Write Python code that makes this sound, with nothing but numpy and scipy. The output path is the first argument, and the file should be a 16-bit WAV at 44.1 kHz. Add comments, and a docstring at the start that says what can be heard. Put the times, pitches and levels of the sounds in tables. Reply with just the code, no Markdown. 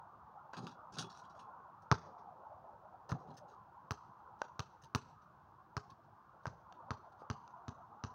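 """Far traffic hums throughout as filtered noise. A ball rattles through a hoop on a stand: bursts
of noise ring the steel and the board. It drops and bounces away over a paved street, each bounce
a slap, a low thump and a softer slap, with dry knocks in between. The hoop shakes once more, short
soft bursts of hissy noise come now and then, and house fronts send slaps and knocks back."""
import sys
import numpy as np
from scipy import signal
from scipy.fft import rfft, irfft
from scipy.io import wavfile
from scipy.ndimage import uniform_filter1d

SR = 44100
rng = np.random.default_rng(int(sys.argv[2]) if len(sys.argv) > 2 else 0)


def wav_record(signal):
    """Record a signal, one row per channel, as 16-bit PCM in the file named by sys.argv[1]."""
    frames = np.transpose(np.atleast_2d(signal))
    bounded = np.clip(frames, -1, 1)
    # unit amplitude maps onto the largest positive 16-bit level
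    quanta = np.round(bounded * 32767).astype(np.int16)
    wavfile.write(sys.argv[1], SR, quanta)


N = 358974

# thin, very high fizz, peaking near 15 kHz: (frequency [Hz], relative level per Hz [dB])
FIZZ = [(4410, -31.5), (7500, -4), (8460, -5), (11900, -9), (13500, -16), (14600, -4), (15000, -9.5),
        (15600, 0), (16300, -19)]


def amp(db):
    """Turns decibels into a gain."""
    return 10 ** (np.asarray(db) / 20)


def evened(x):
    """Scales a sound to an rms (average strength) of one."""
    return x / np.sqrt(np.mean(x ** 2) + 1e-20)


def read(points, hz):
    """Reads levels between the points of a table, on a log frequency axis."""
    table_hz, value = np.transpose(points)
    return np.interp(np.log(hz + 0.0016), np.log(table_hz), value)


def add(mix, s, sound):
    """Mixes a sound in at time s, in seconds."""
    part = mix[round(s * SR):][:len(sound)]
    part += sound[:len(part)]


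def coloured(x, points):
    """Shapes x by a spectrum table and silences everything outside the table."""
    hz = np.fft.rfftfreq(len(x), 1 / SR)
    inside = (hz > points[0][0]) & (hz < points[-1][0])
    return irfft(rfft(x) * amp(read(points, hz)) * inside, len(x))


def uneven(x, uneven_db, width_hz=320):
    """Puts random bumps across the spectrum, so no two events share quite the same colour."""
    hz = np.fft.rfftfreq(len(x), 1 / SR)
    bumps = np.interp(hz / width_hz, np.arange(200), rng.standard_normal(200))
    return irfft(rfft(x) * amp(uneven_db * bumps), len(x))


def patchy(points, patch_db):
    """Makes steady noise whose spectrum drifts in patches of time and frequency."""
    frames, hz = N // 256 + 5, np.fft.rfftfreq(1024, 1 / SR)
    real, imag, patches = rng.standard_normal((frames, 513, 3)).T
    patches = uniform_filter1d(patches, size=3, axis=0)  # smooth over frequency
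    patches = evened(uniform_filter1d(patches, size=8, axis=1))  # smooth over time
    level_db = read(points, hz)[:, None] + patch_db * patches
    below_top = (hz < points[-1][0])[:, None]
    spectrum = (real + 1j * imag) * amp(level_db) * below_top
    return evened(signal.istft(spectrum, nperseg=1024, noverlap=768)[1][:N])


def fade(t, t60, hold=0, rise=0.00047):
    """Rises quickly, holds until time hold, then falls by 60 dB in t60 (at least 2 ms)."""
    return np.clip(t / rise, 0, 1) * amp(-60 * np.maximum(t - hold, 0) / max(t60, .002))


def ringing(x, modes):
    """Sends x through resonances, each a natural pitch that rings longer the narrower it is."""
    total = 0
    for hz, width_hz, db in modes:
        radius = np.exp(-np.pi * width_hz / SR)
        angle = 2 * np.pi * hz / SR
        ring = signal.lfilter([1], [1, -2 * radius * np.cos(angle), radius * radius], x)
        total = total + amp(db) * (1 - radius) * np.sin(angle) * ring
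    return total


def traffic():
    """Tyre roar from two roads swells and sinks over a low rumble."""
    # far traffic: (time [s], tyre roar [dB], duller roar [dB])
    swells = [(0, -60, -67.5), (.5, -59, -63.5), (1.1, -58, -67.5), (1.52, -56.5, -60.5),
              (1.8, -60.5, -74.5), (2.1, -59.5, -55), (2.4, -61.5, -58), (2.74, -63.5, -58),
              (3.001, -61.5, -63), (3.3, -60, -58), (3.7, -62.5, -67.5), (4.3, -59, -67.5),
              (4.901, -64, -74), (5.4, -65, -72), (6.251, -66, -70), (6.699, -62, -65), (7.499, -58.5, -66),
              (8.14, -59.5, -63.5)]
    # colours of the two roars and the rumble: (frequency [Hz], relative level per Hz [dB])
    roar_colour = [(290, -47), (500, -22.5), (632, -16.5), (833, -1.5), (924, 2), (1040, 3.5), (1440, -8),
                   (1570, -27), (2600, -48), (3380, -66.5), (5720, -120)]
    dull_colour = [(300, -26), (450, -13), (540, -6.5), (640, -5.5), (760, 0), (880, -2.5), (1000, -14.5),
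                   (1300, -27)]
    rumble_colour = [(12, -50), (20, -20.5), (86, 8.5), (195, 6), (258, -5.5), (343, 1.5), (512, -13),
                     (700, -25), (910, -38.5), (1540, -120)]
    s, roar_db, dull_db = np.transpose(swells)
    t = np.arange(N) / SR
    roar = amp(np.interp(t, s, roar_db)) * patchy(roar_colour, patch_db=4.0)
    dull_roar = amp(np.interp(t, s, dull_db)) * patchy(dull_colour, patch_db=6.0)
    rumble = amp(-69.5) * patchy(rumble_colour, patch_db=3.0)
    return roar + dull_roar + rumble


def echo(sound, near_db, far_db):
    """Adds house-front echoes: each wall scatters the sound back as a decaying cloud of noise."""
    # near and far house fronts: (delay [ms], relative level [dB], t60 of the scattered return [ms])
    near_walls = [(9.9, 1.5, 110), (21.3, 4, 90), (58.7, -6, 116)]
    far_walls = [(92, -19.5, 380), (131, -22, 270), (263, -24, 190)]
    # colour of the echo: (frequency [Hz], relative level [dB])
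    street = [(60, -4.5), (150, 0.5), (500, 5), (1200, -2), (2000, 0.5), (2800, 1.5), (4200, 3),
              (5400, 1.5), (6600, 4.5), (8000, 4), (12000, -6)]
    t = np.arange(SR // 2) / SR
    walls = [(ms, db + near_db, t60_ms) for ms, db, t60_ms in near_walls]
    walls += [(ms, db + far_db, t60_ms) for ms, db, t60_ms in far_walls]
    power = sum((amp(db) * fade(t - ms / 1000, t60_ms / 1000, rise=0.0078)) ** 2
                for ms, db, t60_ms in walls)
    cloud = coloured(rng.standard_normal(len(t)), street)
    tail = evened(uneven(cloud, uneven_db=1.5)) * np.sqrt(power)
    wet = amp(-32) * signal.fftconvolve(sound, tail)
    wet[:len(sound)] += sound  # the direct sound
    return wet


def wetter_db(s):
    """Raises the echo as the ball goes off toward the houses."""
    away_s, rise_db_per_s = 5.4, 1.5
    return rise_db_per_s * max(s - away_s, 0)


def shaken(rows, bright, rise_s, t60, fizz_db, lumpy_db):
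    """Each event drives three streams of noise: bright and lumpy, slow and low, quick fizz."""
    soft_rise = .15  # share of the hold: long events start gently
    out = np.zeros((3, N))
    t = np.arange(SR // 3) / SR
    for s, high_db, low_db, centre_hz, hold_ms in rows:
        high, low, fizz, lumps = rng.standard_normal((4, len(t)))
        rise = rise_s + soft_rise * hold_ms / 1000
        hold = rise + hold_ms / 1000
        # each event has its own colour around its centre
        part = [(centre_hz / 4, -30), (centre_hz / 1.5, -9), (centre_hz, 0),
                (centre_hz * 1.5, -5), (centre_hz * 5, -16)]
        high = coloured(coloured(high, part), bright)
        high = evened(uneven(high, uneven_db=4))
        lumps = amp(lumpy_db * evened(uniform_filter1d(lumps, 100)))
        add(out[0], s, amp(high_db) * high * lumps * fade(t, t60, hold, rise))
        add(out[1], s, amp(low_db) * low * fade(t, 1.8 * t60, hold, rise + 0.0013))
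        add(out[2], s, amp(high_db + fizz_db) * fizz * fade(t, 0.72 * t60, hold, rise))
    return out


def hissy_bursts():
    """Short soft bursts of hissy noise, some with a dull low part."""
    # bursts: (time [s], hiss [dB], relative level of the low part [dB],
    # centre of the hiss filter [Hz], hold [ms])
    bursts = [(1.82, -77.5, -54.5, 5700, 4.3), (3.089, -61, -41, 5400, 16.5), (3.338, -77, -63.5, 6200, 4.),
              (3.367, -63.5, -59.5, 5500, 15), (4.385, -82.5, -86, 5000, 47), (4.817, -70.5, -64, 5740, 5),
              (4.835, -67, -57.5, 5350, 7.6), (5.897, -73.5, -74, 4300, 11.3), (6.43, -84, -69, 5050, 14),
              (7.12, -83, -71, 4500, 5), (7.185, -83, -69, 4900, 31)]
    # colours of the hiss and the low part: (frequency [Hz], relative level per Hz [dB])
    hiss_colour = [(1060, -11), (1800, 33.5), (2250, -109), (2490, 8.5), (5500, -1), (6430, 5), (7260, -31),
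                   (9000, -4), (11700, -56), (19800, -120)]
    low_colour = [(60, -19.5), (120, 5), (250, -27), (500, -11.5), (1200, -17.5), (2000, -37)]
    high, low, fizz = shaken(bursts, hiss_colour, rise_s=0.0013, t60=0.077, fizz_db=-6, lumpy_db=4.0)
    return high + amp(17.5) * coloured(low, low_colour) + coloured(fizz, FIZZ)


def hoop():
    """Chattering joints ring the steel and the board, which sound on after each shake."""
    # hoop, net and stand shaken by the ball: (time [s], relative rattle level [dB],
    # relative board level [dB], centre of the rattle filter [Hz], hold [ms])
    shakes = [(0.5299, -45.5, -57, 3200, 11), (0.5666, -42.5, -43, 3740, 9.5), (0.583, -58, -42, 4500, 14),
              (0.62, -54.5, -42.5, 4200, 25), (0.6654, -44.5, -49, 3780, 7.4), (0.7044, -58, -81, 3980, 12),
              (0.9213, -54, -52.5, 5400, 14), (0.9376, -50, -50.5, 4960, 9.4),
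              (0.9698, -39.5, -44, 3770, 31), (0.9836, -32.5, -36.5, 5220, 10.5),
              (1.031, -47, -45, 3400, 13), (1.0934, -53, -78, 4650, 27), (1.1444, -57, -73, 4800, 46),
              (1.1775, -63, -74, 6400, 14), (1.2333, -56.5, -67, 3620, 14), (1.297, -62, -63, 4400, 6.3),
              (1.347, -61, -71, 4180, 27), (1.392, -51, -61, 3990, 3.6), (3.1347, -62, -37.5, 3070, 3.6),
              (3.185, -77, -70, 5500, 40), (3.2714, -65, -45.5, 3420, 29), (3.302, -63.5, -51.5, 3380, 8.2),
              (3.478, -68.5, -69, 5030, 48)]
    # unpitched part of the rattle, then its fizz: (frequency [Hz], relative level per Hz [dB])
    clatter = [(1060, 31), (1800, 7), (1960, -54), (2030, -20.5), (2660, -4.5), (3130, -9), (6090, -12.5),
               (8190, -25), (9000, -19.5), (11700, -39), (19800, -120)]
    fizz_colour = [(4120, -37), (7000, -4.5), (7700, 0), (8240, -23), (9590, -16), (10400, -19),
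                   (12800, -31), (14300, -28), (15200, -12), (16000, -8.5), (16300, -46)]
    # steel ring and brackets, then board and pole: (frequency [Hz], width [Hz], relative level [dB])
    rim = [(2640, 29.5, 0), (3510, 24, 0), (3390, 10.6, 16), (3930, 37, 6.5), (3940, 14, -14),
           (4160, 18, 7), (4810, 31, 3), (5180, 25, 4), (5270, 40, -21), (5530, 54, -4), (5500, 16, -1),
           (5700, 21.4, 11), (6320, 23, -5.5), (6570, 89, 11.5), (6460, 45, -1.5), (7500, 40, -31),
           (8940, 37, -18.5), (9300, 50, -28.5)]
    board_modes = [(139, 36.6, -11), (178, 49, 2), (242, 66, 0.5), (342, 61, -6), (386, 23, -4),
                   (564, 140, -12), (793, 80, -5)]
    # what a soft ball can push into the board: (frequency [Hz], relative level [dB])
    shove = [(70, -29), (120, -7), (900, -8), (1500, -30)]
    high, low, fizz = shaken(shakes, clatter, rise_s=0.00086, t60=0.13, fizz_db=-26.5, lumpy_db=3.5)
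    steel = high + amp(3) * ringing(high, rim)
    board = ringing(coloured(low, shove), board_modes)
    return amp(-12.5) * steel + amp(23.0) * board + coloured(fizz, fizz_colour)


def slap(modes, ring_db, crack_db, fizz_db=-120, pitch=1, rise=0.00028, pressed=0):
    """A brief ring under a crack of two surfaces meeting; a faint crunch lasts while they are pressed."""
    # colour of the crack: (frequency [Hz], relative level per Hz [dB])
    crack_colour = [(1120, -18), (1900, -28.5), (2100, -50.5), (2600, 6), (3140, 0), (3730, 1.5), (4590, 2),
                    (6120, 3.5), (8090, -28), (11800, -28.5), (13300, -61), (14900, -31.5), (16300, -34.5)]
    t = np.arange(4096) / SR
    detune = 1 + .03 * rng.standard_normal(len(modes))
    ring = sum(amp(db) * np.sin(2 * np.pi * hz * pitch * d * t) * fade(t, t60, rise, rise)
               for (hz, db, t60), d in zip(modes, detune))
    # soft rubber rounds the first edge
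    ring = signal.sosfilt(signal.butter(2, 3200, fs=SR, output="sos"), ring)
    crack_noise, fizz_noise = rng.standard_normal((2, len(t)))
    crunch = fade(t, 0.0091, rise, rise) + amp(-20.0) * fade(t, 0.013, pressed)
    crack = evened(coloured(crack_noise, crack_colour)) * crunch
    fizz = evened(coloured(fizz_noise, FIZZ)) * fade(t, 0.04)
    return amp(ring_db) * ring + amp(crack_db) * crack + amp(fizz_db) * fizz


def knocks(mix):
    """Adds dry knocks without a thump, on the board first, later on something hard and light."""
    # knocks: (time [s], knock [dB], crack [dB], pitch factor)
    hits = [(0.5338, -40, -54, 1.15), (.541, -39.5, -75, 1.25), (.668, -47, -48.5, 0.78),
            (0.968, -44.5, -59, 1.07), (3.0986, -38, -55, 1.1), (4.4169, -26, -41, 1.15),
            (6.4554, -30, -55, 1.14), (6.724, -53, -55.5, 1.19), (7.2194, -41, -77, 0.88),
            (7.477, -58, -60, 1.1)]
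    # ring of the thing struck, before the pitch factor: (frequency [Hz], relative level [dB], t60 [s])
    knock_modes = [(400, -11.5, 0.0038), (570, -5, 0.015), (767, 2, 0.0085), (1306, -5, 0.02)]
    for s, knock_db, crack_db, pitch in hits:
        echo_db = -13 + wetter_db(s)
        knock = slap(knock_modes, knock_db, crack_db, pitch=pitch, rise=0.00105)
        add(mix, s, echo(knock, echo_db, echo_db))


def bounce(slap_db, thump_db, thump_hz, overtone_db, crack_db, fizz_db, contact_ms):
    """Slap on landing, a thump as the ball squashes and springs back, a softer slap as it peels off."""
    # air and skin of the ball: (frequency [Hz], relative level [dB], t60 [s])
    ball_modes = [(1252, 1.5, 0.013), (976, -9, 0.036), (1588, -20.5, 0.084), (457.3, -16, 0.069),
                  (680, -12.5, 0.023)]
    t = np.arange(4096) / SR
    peel_s = contact_ms / 1000 - .0008  # peeling starts just before contact ends
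    lift_db = -6.5 - (contact_ms - 8.5)  # softer by 1 dB for each ms of longer contact
    sound = slap(ball_modes, slap_db, crack_db, fizz_db, pressed=peel_s)
    turn = 2 * np.pi * thump_hz * np.maximum(t - .0007, 0)  # the squash builds just after the slap
    thump = np.sin(turn) * fade(t, t60=0.013, hold=0.011, rise=.002)
    # the skin stiffens as it flattens, which adds an octave
    overtone = amp(overtone_db) * np.sin(2 * turn) * fade(t, 0.046, 0.0051)
    sound -= amp(thump_db) * (thump + overtone)
    peel = slap(ball_modes, slap_db + lift_db + 5.0, crack_db + lift_db, fizz_db + lift_db,
                pitch=0.897, rise=0.001)
    add(sound, peel_s, peel)
    return sound


def bounces(mix):
    """Adds the ball striking the pavement, each bounce with its echo from the houses."""
    # ball on pavement: (time [s], slap [dB], thump [dB], thump pitch [Hz],
    # octave relative to the thump [dB], crack [dB], fizz [dB], contact [ms])
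    landings = [(1.9147, -16, -21.5, 129, -26.5, -30, -71, 9.9),
                (3.1181, -32.5, -29, 130, -17, -47, -77, 7.9),
                (3.9085, -29.5, -34, 110.4, -14, -38, -59, 11.2),
                (4.594, -32.5, -35.5, 112, -30, -38, -65.5, 9.7),
                (4.9491, -26, -29.5, 119, -4.5, -33, -53.5, 9.9),
                (5.7675, -30, -35, 113, -31, -39, -72, 10.1),
                (6.468, -37.5, -36.5, 122, -26, -46.5, -79, 10.3),
                (6.9066, -30.5, -35.5, 110, -7.5, -44, -89, 9.3),
                (7.3008, -31.5, -33, 111.6, -6.5, -42.5, -85.5, 11.5),
                (7.6814, -41.5, -38.5, 117.4, -4.5, -47, -94, 10.2),
                (8.0383, -36, -36, 110.5, -6.5, -44.5, -91.5, 10.5)]
    for s, *row in landings:
        near_db, far_db = -14.5 + wetter_db(s), -12 + wetter_db(s)
        add(mix, s, echo(bounce(*row), near_db, far_db))


def scene():
    """Mixes the street, hissy bursts, hoop, knocks and bouncing ball."""
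    mix = traffic() + hissy_bursts() + hoop()
    knocks(mix)
    bounces(mix)
    return mix[None]


def record(dry):
    """Adds microphone hiss, rolls off the bass, then cuts the highest treble."""
    # colour of the microphone hiss: (frequency [Hz], relative level per Hz [dB])
    hiss_colour = [(880, -31), (1500, 1.5), (2000, -18.5), (3170, -21), (6380, -27), (7870, -36),
                   (13500, -35), (14900, -26), (15700, -28), (16300, -44)]
    hiss = amp(-78.5) * evened(coloured(rng.standard_normal(N), hiss_colour))
    thin = signal.sosfilt(signal.butter(3, 60, "high", fs=SR, output="sos"), dry + hiss)
    edge_hz = 16470  # top of the band
    band_limit = signal.firwin(511, edge_hz, window=("kaiser", 9), fs=SR)
    return signal.oaconvolve(thin, band_limit[None], "same")


dry = scene()
out = record(dry)
wav_record(out)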